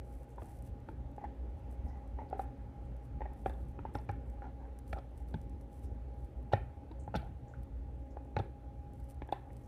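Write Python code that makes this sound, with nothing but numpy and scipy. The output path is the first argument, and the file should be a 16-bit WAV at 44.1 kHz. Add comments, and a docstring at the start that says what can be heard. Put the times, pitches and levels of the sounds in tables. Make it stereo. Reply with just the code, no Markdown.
"""Dog gnawing a hard chew toy

A dog gnaws a hard toy on a wooden floor, close to a phone: tooth slips are bursts of grit driving dying sines,
floor thuds and pings are dying sines, scrapes are click patters through the toy's rings. Lips smack as
band-passed clicks; a fine rustle of dense clicks comes and goes at the left port. An appliance hums and whines
as wavering tones over shaped air noise; random decaying echoes make the small panelled room."""
import sys
import numpy as np
from scipy import signal
from scipy.fft import rfft, irfft
from scipy.io import wavfile
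from scipy.ndimage import uniform_filter1d

SR = 44100
rng = np.random.default_rng(int(sys.argv[2]) if len(sys.argv) > 2 else 0)


def transcribe(u):
    """Save the signal u as a 16-bit wav file named by the first command-line argument.

    u: samples, shape (n,) or (channels, n), limited to [-1, 1]; the rate is SR.
    q: integer samples, one column per channel.
    """
    v = np.clip(np.atleast_2d(u).T, -1, 1)
    q = np.round(v * 32767).astype(np.int16)
    wavfile.write(sys.argv[1], SR, q)


def gain_from_db(level_db):
    """Convert decibel levels to linear amplitude factors (20 dB per decade)."""
    decades = np.asarray(level_db, float) / 20
    return 10 ** decades


N = 426447

# tooth knocks: start_s, level_db, toy_hz, end_hz, end_db, crack_db (last two relative to level_db)
BITES = [(0.382, -46, 930, 1580, -15, -32), (0.42, -50, 725, 1180, -1, -11),
         (0.888, -47.5, 900, 1390, 0, -14.5), (1.181, -43, 820, 1560, -13, -48),
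         (2.188, -45, 890, 1900, -9.5, -46), (2.218, -47.5, 847, 2050, -15, -42),
         (2.31, -52, 830, 1350, -9, -46), (2.329, -34.5, 780, 1900, -16, -49),
         (2.394, -34, 774, 1250, -10, -31), (3.207, -42.5, 810, 1750, -10, -42),
         (3.218, -42, 867, 1850, -6, -31), (3.256, -46.5, 780, 1770, -7.5, -32),
         (3.261, -49, 755, 1850, -8, -40), (3.461, -30, 786, 1220, -10, -18),
         (3.498, -47.5, 870, 1590, -6, -14), (3.791, -52.5, 936, 1300, 4, -33),
         (3.852, -38, 885, 1280, -16, -39), (3.953, -36, 814, 1390, -7.5, -15),
         (3.987, -51, 850, 1330, -12, -9), (4.093, -46.5, 766, 1290, 4, -6),
         (4.421, -54.5, 781, 1370, 3.5, -35), (4.455, -58, 780, 1400, -1, -37),
         (4.930, -43.5, 795, 1360, 0.5, 3), (4.971, -48, 774, 1210, -6, -18),
         (4.986, -47, 750, 1240, -7, -8), (5.342, -46.5, 870, 1540, -1, -4),
         (6.527, -44.5, 840, 1410, -20, 2), (6.535, -24, 820, 1830, -8.5, -21),
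         (6.555, -64, 875, 1910, 4, -16), (6.915, -54, 925, 1540, -5, -9.5),
         (7.078, -43, 860, 1370, -10.5, -47), (7.142, -37, 860, 1290, -5.5, -25),
         (7.151, -37.5, 820, 1380, 0, -12), (7.157, -37.5, 830, 1330, -0.5, -1.5),
         (7.169, -52, 774, 1200, -13, 9), (7.229, -53, 720, 1300, -13, -21),
         (7.545, -66, 915, 1580, 8, -23), (8.17, -42.5, 830, 1510, -13, -32),
         (8.367, -34.5, 867, 1450, 2, -14), (8.39, -44, 810, 2620, -2, -0.5),
         (8.399, -42.5, 820, 1340, -2, -22), (9.22, -43.5, 846, 2230, -11, -16),
         (9.29, -47.5, 848, 1660, -7, -27), (9.325, -28, 816, 1400, -19.5, -15),
         (9.504, -65.5, 855, 1930, 5.5, -11)]
# main ring of the toy, before tuning: mode_hz, level_db, t60_s
TOY_MODES = [(720, -9.5, 0.023), (811, 9.5, 0.042), (820, -19, 0.0026)]
# hollow knock of the mouth: mode_hz, level_db, t60_s
JAW_MODES = [(406, 9.5, 0.019), (504, 5.5, 0.019), (550, -3.5, 0.064)]
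# gripped end of the toy: mode_hz, level_db, t60_s
END_MODES = [(1130, 17, 0.0024), (1390, -26.5, 0.07), (1632, -13, 0.022), (2050, -4.5, 0.0057),
             (2480, -35, 0.005)]
# bright crack of the slip: mode_hz, level_db, t60_s
CRACK_MODES = [(2060, 14, 0.0015), (2750, 3, 0.0036), (3040, 0, 0.0045), (3260, -0.5, 0.0062),
               (3900, 8, 0.0025), (4760, -1, 0.002), (5400, -5.5, 0.0035)]
# spectrum of the fine clicks: freq_hz, relative_db
CRACKLE_TONE = [(2350, -2.5), (4000, -5), (5360, -4), (6120, 0), (6670, -7), (7400, 0.5), (10100, 2.5),
                (13800, -3), (15300, -4), (16200, -45)]
# likeness of the two ports: freq_hz, correlation
PORT_LIKENESS = [(60, 0.99), (150, 0.96), (380, 0.83), (950, 0.03), (2380, 0.029), (5980, -0.0), (15000, 0)]


def evened(x):
    """Scales to rms 1."""
    return x / np.sqrt(np.mean(x ** 2) + 1e-20)


def read(points, hz):
    """Reads a spectrum table on a log-frequency axis."""
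    f, value = np.transpose(points)
    return np.interp(np.log(hz + 1), np.log(f + 1), value)


def curve(rows):
    """Interpolates a table of (s, value) at every sample."""
    time_s, value = np.transpose(rows)
    return np.interp(np.arange(N) / SR, time_s, value)


def colour(x, db_table):
    """Filters by a spectrum table, without phase shift."""
    hz = np.fft.rfftfreq(len(x), 1 / SR)
    return irfft(rfft(x) * gain_from_db(read(db_table, hz)), len(x))


def sides(x, left_db):
    """Places a sound between the ports; left_db is left minus right."""
    return np.array([x * gain_from_db(left_db / 2), x * gain_from_db(-left_db / 2)])


def add(mix, start_s, peak_db, sound):
    """Mixes in a sound at a peak level."""
    part = mix[round(start_s * SR):][:len(sound)]
    part += gain_from_db(peak_db) * sound[:len(part)] / abs(sound).max()


def ring(modes, chance, axis=1):
    """Dying sines; each blow lands elsewhere, so it weighs and tunes the modes a little differently."""
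    t = np.arange(4000) / SR
    spread_db, detune = 2.5, .012
    out = np.zeros(len(t))
    for k, ((hz, db, t60_s), (a, b)) in enumerate(zip(modes, chance)):
        decay = gain_from_db(db + spread_db * a - 60 * t / t60_s)
        rise = (1 - np.exp(-3.5 * t * hz)) ** 2  # about a cycle to swing up
        sign = axis ** k  # axis -1: neighbours swing oppositely, filling the gaps
        out += sign * decay * rise * np.sin(2 * np.pi * hz * (1 + detune * b) * t)
    return out


def dying(rows, t60_s):
    """Power envelope of sudden starts, rows of (s, dB), that die away alike."""
    starts = np.zeros(N)
    for start_s, db in rows:
        starts[round(start_s * SR)] += gain_from_db(2 * db)
    return signal.lfilter([1], [1, -gain_from_db(-2 * 60 / t60_s / SR)], starts)


def air():
    """Room air noise: random short-time spectra with mild drifting patches."""
    # spectrum: freq_hz, relative_db
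    spectrum = [(18, -51), (30, 4), (43, -4.5), (65, -3), (90, -17.5), (123, -13.5), (148, -22),
                (281, -18.5), (307, -23.5), (544, -26.5), (715, -33.5), (839, -28), (984, -39),
                (2000, -45.5), (7000, -66.5), (9100, -102), (15400, -120)]
    # port balance: freq_hz, left_minus_right_db
    balance = [(60, -2.5), (130, 3), (290, -4), (640, 9.5), (1410, 1), (3100, -3), (6820, -2), (15000, -13)]
    # depth of the drifting patches: freq_hz, depth_db
    patch_depth = [(100, 2.5), (500, 1.5), (2000, 1.3)]
    # slow change of level: time_s, gain_db
    swell = [(0, 1), (1.3, 3), (9.67, 0)]
    level_db = -48  # before the swell
    frames, hz = N // 512 + 5, np.fft.rfftfreq(2048, 1 / SR)
    a, b, c, d, patches = rng.standard_normal((frames, 1025, 5)).T
    patches = evened(uniform_filter1d(uniform_filter1d(patches, 20, 0), 8, 1))
    same = np.clip(read(PORT_LIKENESS, hz), -1, 1)[:, None]
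    left = a + 1j * b
    right = same * left + np.sqrt(1 - same ** 2) * (c + 1j * d)
    lean_db = read(balance, hz)[:, None] / 2
    shape_db = read(spectrum, hz)[:, None] + read(patch_depth, hz)[:, None] * patches
    z = np.array([left, right]) * gain_from_db(shape_db + np.array([lean_db, -lean_db]))
    noise = signal.istft(z, nperseg=2048, noverlap=1536)[1][:, :N]
    return gain_from_db(level_db + curve(swell)) * evened(noise)


def wavering(hz, width_hz, steady):
    """A tone whose strength and phase drift within a narrow band."""
    r = np.exp(-np.pi * width_hz / SR)
    drift = signal.lfilter([1], [1, -r], rng.standard_normal((N, 2)) @ [1, 1j])
    drift = signal.lfilter([1 - r], [1, -r], drift)
    drift = drift / np.sqrt(np.mean(abs(drift) ** 2))
    carrier = np.exp(2j * np.pi * hz * np.arange(N) / SR)
    return evened(((steady + drift) * carrier).real)


def appliance():
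    """A low hum that wavers in pitch and strength, and a stack of thin whines."""
    # hum swelling and sinking: time_s, level_db
    hum_level = [(0, -49), (.6, -50), (1.3, -43.5), (2.2, -46.5), (4, -46.5), (5.3, -49), (6.1, -46),
                 (8.4, -47.5), (8.8, -51), (9.67, -48.5)]
    # whines: pitch_hz, width_hz, level_db, left_minus_right_db
    whines = [(121, 14, -57.5, -1), (273, 10, -66.5, 2.5), (546, 10, -69, 0.5), (819, 24, -67, 2.5)]
    hum = gain_from_db(curve(hum_level)) * wavering(59.5, width_hz=11, steady=.8)
    out = np.array([hum, hum])
    for hz, width_hz, db, left_db in whines:
        out += sides(gain_from_db(db) * wavering(hz, width_hz, steady=1.1), left_db)
    return out


def crackle():
    """Dense tiny clicks of uneven size: faint always, in bursts at the left port, and sprayed by each crack."""
    # left-port rustle: start_s, length_s, level_db
    rustles = [(0.037, 0.21, -72), (0.122, 0.037, -68.5), (0.285, 0.047, -72), (0.402, 0.19, -67.5),
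               (0.594, 0.047, -77), (0.639, 0.054, -64.5), (0.877, .05, -75.5), (1.574, 0.028, -75),
               (1.703, 0.049, -72), (1.846, 0.057, -76), (2.384, 0.056, -64.5), (3.039, 0.029, -70),
               (3.365, 0.07, -71.5), (3.457, 0.048, -67.5), (3.506, 0.15, -75.5), (3.68, .04, -74.5),
               (3.947, 0.023, -61.5), (3.993, 0.063, -74.5), (4.253, 0.094, -78.5), (4.877, 0.043, -65.5),
               (5.16, 0.068, -73), (5.28, .04, -71), (5.33, 0.12, -79), (5.607, .025, -73),
               (5.71, 0.094, -70.5), (5.825, 0.036, -65), (6.173, 0.1, -77.5), (8.935, 0.14, -79),
               (9.097, 0.018, -57), (9.5, 0.24, -78)]
    edge_s, rustle_left_db, floor_db = 0.035, 25, -86.5
    spray_db, spray_t60_s = -21, 0.044  # against the crack
    linger_db, linger_t60_s = -12.5, 0.47  # against the spray
    size = gain_from_db(3.5 * np.minimum(rng.exponential(1, (N, 2)), 5)) * rng.standard_normal((N, 2))
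    sparse = size * (rng.random((N, 2)) < 5000 / SR)  # 5000 clicks per second
    clicks = np.array([evened(colour(port, CRACKLE_TONE)) for port in sparse.T])
    t = np.arange(N) / SR
    rustle = np.zeros(N)  # power, like the spray
    for start_s, length_s, db in rustles:
        inside_s = np.minimum(t - start_s, start_s + length_s - t)
        rustle += gain_from_db(2 * db) * np.clip(inside_s / edge_s + .5, 0, 1) ** 2
    cracks = [(s, db + crack_db + spray_db) for s, db, *_, crack_db in BITES]
    spray = dying(cracks, spray_t60_s) + gain_from_db(2 * linger_db) * dying(cracks, linger_t60_s)
    port_power = gain_from_db([[0], [-2 * rustle_left_db]])
    return clicks * np.sqrt(rustle * port_power + spray + gain_from_db(2 * floor_db))


def smacks():
    """A film of spit tears in a patter of clicks that rings a small cavity between lips and toy."""
    # wet smacks: start_s, level_db, cavity_hz, t60_s
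    smack_rows = [(.3, -78, 7500, 0.39), (1.88, -74.5, 5770, 0.29), (2.285, -75, 4300, 0.16),
                  (2.845, -78, 8500, 0.15), (5.84, -79, 5800, 0.37), (6.994, -66.5, 7600, 0.21),
                  (7.48, -75, 6650, 0.3), (8.104, -72.5, 6270, 0.12), (9.632, -80, 6300, 0.55)]
    rise_s, left_db = 0.004, -4.5
    width = 0.17  # half the band, as a share of cavity_hz
    out, t = np.zeros((2, N)), np.arange(SR // 2) / SR
    size = gain_from_db(3.3 * rng.exponential(1, (len(smack_rows), 1, len(t))))
    patter = rng.standard_normal((len(smack_rows), 2, len(t))) * size
    for (start_s, db, hz, t60_s), clicks in zip(smack_rows, patter):
        band = [hz * (1 - width), hz * (1 + width)]
        cavity = signal.butter(3, band, "bandpass", fs=SR, output="sos")
        envelope = np.minimum(t / rise_s, 1) * gain_from_db(db - 60 * t / t60_s)
        sound = evened(signal.sosfilt(cavity, clicks)) * envelope
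        part = out[:, round(start_s * SR):][:, :len(t)]
        part += (sound * sides(np.ones(1), left_db))[:, :part.shape[1]]
    return out


def scrapes():
    """Teeth dragged along the toy: a patter of clicks into toy, mouth, gripped end and crack modes."""
    # drags: start_s, length_s, peak_db, end_hz
    drags = [(0.35, 0.21, -49.5, 1400), (1.203, 0.065, -45.5, 1930), (1.834, 0.26, -48.5, 1970),
             (2.162, 0.12, -44.5, 2040), (2.286, 0.25, -46, 1360), (3.19, 0.23, -44.5, 1830),
             (3.465, 0.14, -51, 1500), (4.087, 0.014, -32.5, 1250), (4.415, 0.1, -43, 1380),
             (4.592, 0.085, -49.5, 1580), (4.949, 0.066, -41.5, 1230), (6.516, 0.019, -37, 1540),
             (7.141, 0.015, -31.5, 1390), (7.195, 0.13, -49, 1390), (8.37, 0.05, -39.5, 1470),
             (9.342, 0.24, -52.5, 1420)]
    size = gain_from_db(4 * np.minimum(rng.exponential(1, N), 3)) * rng.standard_normal(N)
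    clicks = size * (rng.random(N) < 1200 / SR)  # 1200 clicks per second
    out, still = np.zeros(N), np.zeros((len(CRACK_MODES), 2))
    body = ring(TOY_MODES, still) + 0.6 * ring(JAW_MODES, still)
    body += 0.5 * ring(END_MODES, still) + 0.16 * ring(CRACK_MODES, still)
    for start_s, length_s, db, end_hz in drags:
        u = np.linspace(0, 1, round(length_s * SR))
        pressure = np.minimum(u / 0.13, 1) * (1 - u ** 2)  # quick grip, slow release
        patter = clicks[round(start_s * SR):][:len(u)] * pressure
        grip = 0.58 * ring([(end_hz, 0, .02)], still)
        add(out, start_s, db, signal.oaconvolve(patter, body + grip))
    return out


def ticks():
    """Single fine ticks: noise snaps with a fast and a slow decay, in the tone of the crackle."""
    # ticks: start_s, level_db, left_minus_right_db
    tick_rows = [(0.36, -57, 18), (0.624, -51.5, 24), (0.803, -61, 22), (1.115, -59, 20), (1.1643, -55, 13),
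                 (1.713, -55, 19), (2.077, -58, 17), (2.3, -50.5, 14), (2.966, -57, 18), (3.334, -55, 22),
                 (3.468, -59, 14), (3.686, -55, 17), (3.94, -46, 8), (4.114, -50, 17), (4.3003, -54, 19),
                 (4.789, -47.5, 25), (4.878, -53, 25), (5.1765, -46.5, 14), (5.2867, -52, 19.5),
                 (5.4152, -48.5, 13), (5.4965, -53, 16), (5.611, -54, 22), (6.247, -56, 20),
                 (6.532, -53, 7), (6.429, -55, 9), (7.161, -35, -3), (7.633, -44, 0), (8.25, -58, 15),
                 (8.838, -59, -2), (8.935, -53, 15), (9.0, -53, 18), (9.0427, -48, -5), (9.1, -49, 15),
                 (9.145, -55, 18), (9.275, -53, 13), (9.32, -47, 2), (9.5313, -50, 8), (9.567, -51.5, 25)]
    n = np.arange(300)
    decay = np.exp(-n / 16.0) + 0.29 * np.exp(-n / 230.0)
    snaps = rng.standard_normal((len(tick_rows), 2, 300)) * decay
    out = np.zeros((2, N))
    for (start_s, db, left_db), snap in zip(tick_rows, snaps):
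        gain = gain_from_db([db]) / np.linalg.norm(snap[0])
        out[:, round(start_s * SR):][:, :300] += snap * sides(gain, left_db)
    impulse = np.eye(1, 512, 256)[0]
    loss = abs(colour(impulse, CRACKLE_TONE)).max()  # an impulse would keep its peak through the filter
    return np.array([colour(side, CRACKLE_TONE) for side in out]) / loss


def bites():
    """A tooth loads, slips in a few milliseconds of grit, and rings toy, mouth and gripped end.

    Returns the near sound and the sound sent into the room, whose cracks ring without grit."""
    near, far = np.zeros((2, N))
    jaw_db, jaw_per_end_db = 4.5, 0.33  # mouth knock grows with the ring of the gripped end
    jaw_lead_s = .0007  # the jaw closes just before the tooth slips
    slip_s = .004  # from loading to slip
    chance = rng.standard_normal((len(BITES), 4, len(CRACK_MODES), 2))
    ms = np.arange(600) / SR * 1000
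    swell = (ms / 4) ** 2 * np.exp(2 - ms / 2)  # swells, lets go
    grit = rng.standard_normal((len(BITES), 600)) * swell
    push = np.exp(-((ms - 4) / .1) ** 2)  # the blunt blow within the grit
    for (s, db, toy_hz, end_hz, end_db, crack_db), c, g in zip(BITES, chance, grit):
        end = [(end_hz, 4, .016)] + END_MODES  # the grip sets the pitch of a lasting ring of the end
        toy = [(hz * toy_hz / TOY_MODES[1][0], *rest) for hz, *rest in TOY_MODES]  # and tunes the main ring
        blow = push + .2 * g
        parts = ((toy, 5, c[0], 0),
                 (JAW_MODES, jaw_db + jaw_per_end_db * end_db, c[1], jaw_lead_s),
                 (end, end_db + 6, c[2], 0))
        for modes, share_db, draw, lead_s in parts:
            part = signal.oaconvolve(ring(modes, draw), blow)
            add(near, s - slip_s - lead_s, db + share_db, part)
            add(far, s - slip_s, db + share_db, part)
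        crack = ring(CRACK_MODES, c[3], axis=-1)
        gritty = signal.oaconvolve(crack, np.gradient(push) + 0.3 * g)
        add(near, s - slip_s, db + crack_db + 0.5, gritty)
        add(far, s, db + crack_db + 4.0, crack)
    return near, far


def thumps():
    """The toy bumps the floor, which rings in a few low modes."""
    # bumps: start_s, peak_db, floor_hz
    bumps = [(0.42, -40.5, 327), (0.885, -42, 322), (2.217, -39, 255), (2.348, -41.5, 413),
             (3.457, -37.5, 92), (3.789, -41.5, 277), (3.95, -31, 267), (4.09, -30, 99), (4.927, -39, 108),
             (5.342, -28, 150), (5.916, -39, 260), (6.533, -23, 121), (6.911, -42, 314), (7.076, -34, 87),
             (7.15, -29.5, 181.5), (7.165, -31, 122), (8.366, -27.5, 123), (8.396, -27, 80),
             (9.218, -40.5, 280)]
    # floor under the toy: mode_hz, level_db, t60_s
    floor_modes = [(108, 5, 0.078), (150, -14, 0.12), (209.6, -2.5, 0.062), (327, -7.5, 0.037)]
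    out = np.zeros(N)
    for (start_s, db, hz), draw in zip(bumps, rng.standard_normal((len(bumps), 5, 2))):
        add(out, start_s, db, ring([(hz, 3, .07)] + floor_modes, draw))
    return out


def pings():
    """Spots of toy and teeth ping, slightly gritty, sliding up as the tooth lets go; low ones last longer."""
    # pings: start_s, peak_db, start_hz
    ping_rows = [(1.241, -32, 780), (1.243, -54, 1970), (1.248, -41, 830), (1.252, -55, 1720),
                 (2.329, -50, 1380), (2.397, -57, 3850), (3.462, -65, 3320), (3.467, -64, 3740),
                 (3.497, -54, 3600), (3.539, -61, 3500), (3.791, -56.5, 2490), (3.949, -48, 1700),
                 (3.953, -55, 3370), (3.954, -52.5, 5300), (3.987, -56, 5300), (4.091, -46.5, 2340),
                 (4.095, -46.5, 1710), (4.443, -55, 1410), (4.931, -34, 607), (4.945, -55, 1350),
                 (4.979, -48.5, 1230), (4.929, -43.5, 1720), (4.93, -44, 2280), (5.345, -51, 3500),
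                 (6.533, -31, 1360), (6.535, -47, 5400), (6.537, -37, 3710), (6.916, -57, 3820),
                 (7.142, -52, 2700), (7.153, -43, 2580), (7.159, -55, 3420), (7.163, -45, 5440),
                 (7.165, -41, 3530), (7.219, -58, 4200), (7.538, -49, 1425), (8.367, -32.5, 507),
                 (8.367, -44.5, 2140), (8.366, -44, 2550), (8.367, -42, 3900), (8.391, -40, 440),
                 (8.397, -33, 350), (8.392, -54, 3640), (8.398, -48, 3480), (9.22, -51.5, 1700),
                 (9.221, -59, 3200), (9.29, -60, 3370), (9.324, -40, 3500), (9.33, -47, 2620)]
    rise_s, slide_per_s, roughness = 0.001048, 5.6, 0.066
    t60_s = 0.026  # up to 1 kHz, shorter above
    out, t = np.zeros(N), np.arange(2500) / SR
    grit = uniform_filter1d(rng.standard_normal((len(ping_rows), len(t))), size=30, axis=1)
    for (start_s, db, hz), turn, g in zip(ping_rows, rng.random(len(ping_rows)), grit):
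        decay = gain_from_db(-.06 * t * max(hz, 1000) / t60_s)
        shape = (1 - np.exp(-t / rise_s)) ** 2 * decay * (1 + roughness * evened(g))
        cycles = turn + hz * t * (1 + slide_per_s * t / 2)
        add(out, start_s - rise_s, db, shape * np.sin(2 * np.pi * cycles))
    return out


def ports(x):
    """The toy reaches the two ports with unlike level and phase."""
    # level: freq_hz, left_minus_right_db
    balance = [(100, 0), (450, 3), (830, 4), (1900, 1), (3700, 4), (5200, -7), (15000, -3)]
    # phase: freq_hz, left_lead_rad
    lead = [(60, .1), (800, .35), (1500, 0), (2000, 0), (2800, 1), (3700, 1.5), (5500, 1.2)]
    hz = np.fft.rfftfreq(N, 1 / SR)
    half = gain_from_db(read(balance, hz) / 2) * np.exp(.5j * read(lead, hz))
    return irfft(rfft(x) * np.array([half, 1 / half]), N)


def scattered(x):
    """Toward the walls each narrow upper ring leaves at another pitch of its cluster: a broad treble crunch."""
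    split = signal.butter(2, 1100, "highpass", fs=SR, output="sos")
    smooth = signal.butter(2, 1000, fs=SR, output="sos")  # sets the width of the blur
    treble = signal.sosfilt(split, x)
    flutter = signal.sosfilt(smooth, rng.standard_normal(N))
    return x - treble + treble * evened(flutter)


def room(x):
    """Dense random echoes, each band dying at its own speed; the bass is alike at both ports."""
    # echo level: freq_hz, send_db
    send = [(100, -17.5), (800, -18), (1500, -13), (2500, -13), (3800, -17), (6000, -24)]
    # decay: freq_hz, t60_s
    decay = [(100, 0.89), (800, 0.29), (2000, 0.33), (4000, 0.3), (9000, 0.12)]
    taps = rng.standard_normal((SR // 2, 2)).T * (np.arange(SR // 2) > 250)
    hz, t, z = signal.stft(taps, SR, nperseg=256)
    same = np.clip(read(PORT_LIKENESS, hz), -1, 1)[:, None]
    z = np.array([z[0], same * z[0] + np.sqrt(1 - same ** 2) * z[1]])
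    tail = signal.istft(z * gain_from_db(-60 * t / read(decay, hz)[:, None]), SR, nperseg=256)[1]
    tail = tail / np.linalg.norm(tail[0])
    return signal.fftconvolve(colour(x, send)[None], tail, axes=1)[:, :N]


def scene():
    """Toy near the phone, its echo in the room, crackle, smacks, air and appliance."""
    near, far = bites()
    rest = thumps() + scrapes() + pings()
    echo = room(scattered(far + rest))
    return ports(near + rest) + echo + crackle() + ticks() + smacks() + air() + appliance()


def roll_off(x):
    """The treble ends steeply here."""
    return signal.sosfilt(signal.butter(12, 15800, fs=SR, output="sos"), x)


def record(dry):
    """Microphone hiss and bass roll-off."""
    # hiss spectrum: freq_hz, relative_db
    hiss_tone = [(3000, -44), (6000, 10.5), (10000, 5), (15800, 3)]
    hiss_db = -88.5  # rms
    hiss = [gain_from_db(hiss_db) * evened(colour(port, hiss_tone)) for port in rng.standard_normal((N, 2)).T]
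    low_cut = signal.butter(4, 48, "highpass", fs=SR, output="sos")
    mix = signal.sosfilt(low_cut, dry + hiss)
    return roll_off(mix)


dry = scene()
out = record(dry)
transcribe(out)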